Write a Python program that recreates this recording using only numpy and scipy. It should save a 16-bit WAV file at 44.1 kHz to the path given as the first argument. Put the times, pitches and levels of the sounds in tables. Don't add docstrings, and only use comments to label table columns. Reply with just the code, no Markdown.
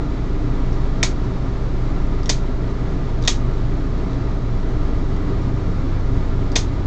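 import sys
import numpy as np
from scipy import signal
from scipy.fft import rfft, irfft
from scipy.io import wavfile

SR = 44100
rng = np.random.default_rng(int(sys.argv[2]) if len(sys.argv) > 2 else 0)


def amp(db):
    return 10 ** (np.asarray(db, float) / 20)


def write(x):
    x = np.atleast_2d(x).T
    wavfile.write(sys.argv[1], SR, np.round(np.clip(x, -1, 1) * 32767).astype(np.int16))


N = 302646

# frequency in Hz, level in dB per Hz.
AIR_SPECTRUM = [(5, 0), (60, -2.5), (140, -2.5), (400, -8), (520, -15), (1300, -23), (1700, -26),
                (2900, -35.5), (3800, -34), (5500, -41), (7200, -45.5), (8000, -56), (8800, -71),
                (9500, -105)]
# centre in Hz, width in Hz, gain in dB.
STANDING_WAVES = [(125, 16.6, 7.5), (179.7, 9.2, 9.5), (202.3, 14.8, -21.5), (265, 16.5, 7),
                  (296.9, 17, 7.5), (308.5, 4.7, -11.5), (389.8, 23, 4.5), (648.5, 33, 4.5), (958, 19, 5.5),
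                  (1111, 8.2, 7.5), (1220, 40, 8), (1356, 18, 8), (1554, 13, -20.5), (2090, 110, 2.5)]
AIR_DB = -25.5

# speed in turns per s, start angle in turns.
ROTORS = [(24.2, .79), (24.93, .25), (58.302, .19), (120.33, .34)]
# multiple of its speed, level in dB.
ROTOR_ORDERS = [
    [(1, -32), (2, -28), (3, -40), (4, -42), (5, -46), (6, -39), (8, -41), (9, -47)],
    [(1, -21), (2, -50), (3, -42), (6, -42), (9, -51)],
    [(1, -31), (2, -34)],
    [(1, -33), (2, -46)],
]
# time in seconds, level in dB.
PANEL_SWELL = [(0, -43.5), (1.5, -36), (2.5, -36), (4, -36), (5, -30.5), (6, -26), (6.86, -27)]
PANEL_HZ = 92.473

# frequency in Hz, level in dB per Hz.
WALL_SPECTRUM = [(400, -16.5), (1000, -5), (1500, -7.5), (2000, -4), (2900, -4), (3450, -1.5), (4200, 2),
                 (5000, -1.5), (5800, -1), (6600, 2), (7500, -2), (8300, -2)]
ROOM_T60_S, ROOM_BUILD_S, ROOM_DB = 0.18, 0.0017, -31.5

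# frequency in Hz, level in dB, T60 in seconds.
BLADE_MODES = [(1928, -8, 0.02), (2543, -10.5, 0.017), (3633, -11, 0.046), (3696, -7.5, 0.067),
               (4650, -12.5, 0.016), (4810, -9.5, 0.018), (5500, -2.5, 0.013), (6360, -6.5, 0.024)]
RING_T60_S, SPLINTER_T60_S = 0.010, 0.013

# start in seconds, peak in dB, ringing in Hz.
SLIPS = [(.7295, -37, 5500), (1.0283, -28, 2190), (2.2327, -29, 4900), (2.2582, -25, 3800),
         (2.2588, -26, 5600), (2.2927, -21, 4800), (3.2205, -36, 6000), (3.2258, -26, 4880),
         (3.2388, -26, 3820), (3.2513, -21.5, 3700), (3.2520, -28, 6800), (3.2635, -27, 3920),
         (3.2730, -26, 5660), (3.5370, -36, 4040), (4.1325, -34, 4000), (6.5186, -27, 4800),
         (6.5562, -10, 5000)]
REBOUND_S, REBOUND_DB = 0.0062, -8
EDGE_TONE_HZ, EDGE_TONE_DB = 5800, -9.5

SNAP_TIMES_S = [
    1.0295,
    2.2938,
    3.2759,
    6.5590,
]
# snap in dB, snap in Hz, blades closing in dB, closing in Hz.
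CUT_TONES = [
    (-1, 2290, -6.5, 4400),
    (-4.5, 5180, -4.5, 4800),
    (0, 3420, 0, 3460),
    (-2, 3600, -5, 3540),
]
SNAP_KNOCK_DB, CLOSE_KNOCK_DB = -19.5, -29
THUD_HZ, THUD_DB = 2430, -12
SHARD_S, SHARD_HZ, SHARD_DB = 0.00043, 6000, -9.5
CLOSE_S = 0.0036
CROSS_S, CROSS_HZ, CROSS_DB = 0.0052, 4980, -6
SHUT_S, SHUT_HZ, SHUT_DB, SHUT_KNOCK_DB = 0.0064, 6300, -8, -3.5

MIC_HZ, MIC_OVERLOAD, TREBLE_EDGE_HZ = 7210, 0.8, 9350
CEILING, OFFSET = 0.71, 0.0152
SPRAY_DB, FADE_S = -11, 0.00008


def at_hz(points, hz):
    point_hz, level_db = np.array(points).T
    return np.interp(np.log(hz + 1e-3), np.log(point_hz), level_db)


def coloured_noise(level_db):
    return irfft(rfft(rng.standard_normal(N)) * amp(level_db), N)


def drift(rate_hz, step=40):
    pole = np.exp(-2 * np.pi * rate_hz * step / SR)
    noise = rng.standard_normal(N // step + 2002)
    slow = signal.lfilter([1], [1, -2 * pole, pole ** 2], noise)[2000:]
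    return np.interp(np.arange(N) / step, np.arange(len(slow)), slow / slow.std())


def ring(t, hz, t60_s):
    return np.sin(2 * np.pi * hz * t) * amp(-60 * t / t60_s)


def add(out, start_s, sound):
    i = round(start_s * SR)
    out[i:i + len(sound)] += sound


def air(flicker_db=0.5):
    hz = np.arange(N // 2 + 1) * SR / N
    shape_db = at_hz(AIR_SPECTRUM, hz)
    for centre_hz, width_hz, gain_db in STANDING_WAVES:
        shape_db = shape_db + gain_db / (1 + (2 * (hz - centre_hz) / width_hz) ** 2)
    comb_db = np.interp(hz, np.arange(1000) * 18, rng.normal(0, 2.6, 1000))
    rush = coloured_noise(shape_db + comb_db * (hz > 1600))
    return amp(AIR_DB + flicker_db * drift(5.9)) * rush / rush.std()


def motors():
    t = np.arange(N) / SR
    hum = amp(np.interp(t, *np.transpose(PANEL_SWELL))) * np.sin(2 * np.pi * PANEL_HZ * t)
    for (turns_per_s, start_turns), orders in zip(ROTORS, ROTOR_ORDERS):
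        turns = turns_per_s * t + start_turns - 1 / 4
        for multiple, level_db in orders:
            hum += amp(level_db) * np.cos(2 * np.pi * round(multiple) * turns)
    return np.sqrt(2) * hum


def room(crunch, tones, tones_db=-5):
    t = np.arange(16384) / SR
    build = 1 - np.exp(-(t / ROOM_BUILD_S) ** 2)
    decay = build * amp(-60 * t / ROOM_T60_S)
    stored = signal.fftconvolve(crunch ** 2 + tones ** 2, decay ** 2)[:N]
    wash = coloured_noise(at_hz(WALL_SPECTRUM, np.arange(N // 2 + 1) * SR / N))
    echoes = signal.fftconvolve(tones, rng.standard_normal(len(t)) * decay)[:N]
    return amp(ROOM_DB) * (wash * np.sqrt(np.abs(stored)) + amp(tones_db) * echoes)


def handle_knock(t):
    return amp(-3) * ring(t, 450, 0.006) + ring(t, 690, 0.0059) + amp(-4) * ring(t, 1000, 0.0098)


def contacts(rows, ring_db, splinter_db, steel_db):
    tones, crunch = np.zeros(N), np.zeros(N)
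    t = np.arange(2048) / SR
    knock = handle_knock(t)
    for start_s, peak_db, hz, knock_db in rows:
        sound = amp(ring_db) * ring(t, hz, RING_T60_S) + amp(knock_db) * knock
        for mode_hz, mode_db, t60_s in BLADE_MODES:
            strike_db = rng.normal(0, 0.56)
            sound += amp(mode_db + steel_db + strike_db) * ring(t, mode_hz, t60_s)
        add(tones, start_s, -amp(peak_db) * sound)
        splinter = rng.standard_normal(len(t)) * amp(-60 * t / SPLINTER_T60_S)
        add(crunch, start_s, amp(peak_db + splinter_db) * splinter)
    high_pass = signal.butter(2, 1750, "high", fs=SR, output="sos")
    return tones, signal.sosfilt(high_pass, crunch)


def slip_contacts(knock_db=-30):
    rows = []
    for s, db, hz in SLIPS:
        rows += [
            (s, db, hz, knock_db),
            (s, db + EDGE_TONE_DB, EDGE_TONE_HZ, knock_db),
            (s + REBOUND_S, db + REBOUND_DB, hz, knock_db),
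            (s + 2 * REBOUND_S, db + 2 * REBOUND_DB, hz, knock_db)]
    return rows


def cut_contacts():
    rows = []
    for s, (snap_db, snap_hz, close_db, close_hz) in zip(SNAP_TIMES_S, CUT_TONES):
        rows += [
            (s, snap_db, snap_hz, SNAP_KNOCK_DB),
            (s + SHARD_S, snap_db + THUD_DB, THUD_HZ, SNAP_KNOCK_DB),
            (s + SHARD_S, snap_db + SHARD_DB, SHARD_HZ, SNAP_KNOCK_DB),
            (s + CLOSE_S, close_db, close_hz, CLOSE_KNOCK_DB),
            (s + CROSS_S, close_db + CROSS_DB, CROSS_HZ, CLOSE_KNOCK_DB),
            (s + SHUT_S, SHUT_DB, SHUT_HZ, SHUT_KNOCK_DB)]
    return rows


def clippers():
    cut_tones, cut_crunch = contacts(cut_contacts(), ring_db=-5, splinter_db=-1.5, steel_db=-10.5)
    slip_tones, slip_crunch = contacts(slip_contacts(), ring_db=-4, splinter_db=-10, steel_db=-20)
    tones = cut_tones + slip_tones
    crunch = cut_crunch + slip_crunch
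    return tones + crunch + room(crunch, tones)


def scene():
    cuts = MIC_OVERLOAD * np.tanh(clippers() / MIC_OVERLOAD)
    cuts = signal.sosfilt(signal.butter(8, MIC_HZ, fs=SR, output="sos"), cuts)
    cuts = signal.sosfilt(signal.cheby2(12, 50, TREBLE_EDGE_HZ, fs=SR, output="sos"), cuts)
    return (air() + motors() + cuts)[None]


def top_cut(x):
    return signal.sosfilt(signal.butter(12, 15700, fs=SR, output="sos"), x)


def record(dry):
    clipped = np.clip(dry + OFFSET, -CEILING, CEILING)
    body = signal.sosfiltfilt(signal.butter(8, TREBLE_EDGE_HZ, fs=SR, output="sos"), clipped)
    spray = amp(SPRAY_DB) * (clipped - body)
    to_end_s = np.minimum(np.arange(N), np.arange(N)[::-1]) / SR
    fade = 1 - np.exp(-to_end_s / FADE_S)
    return top_cut(fade * (body + spray))


dry = scene()
out = record(dry)
write(out)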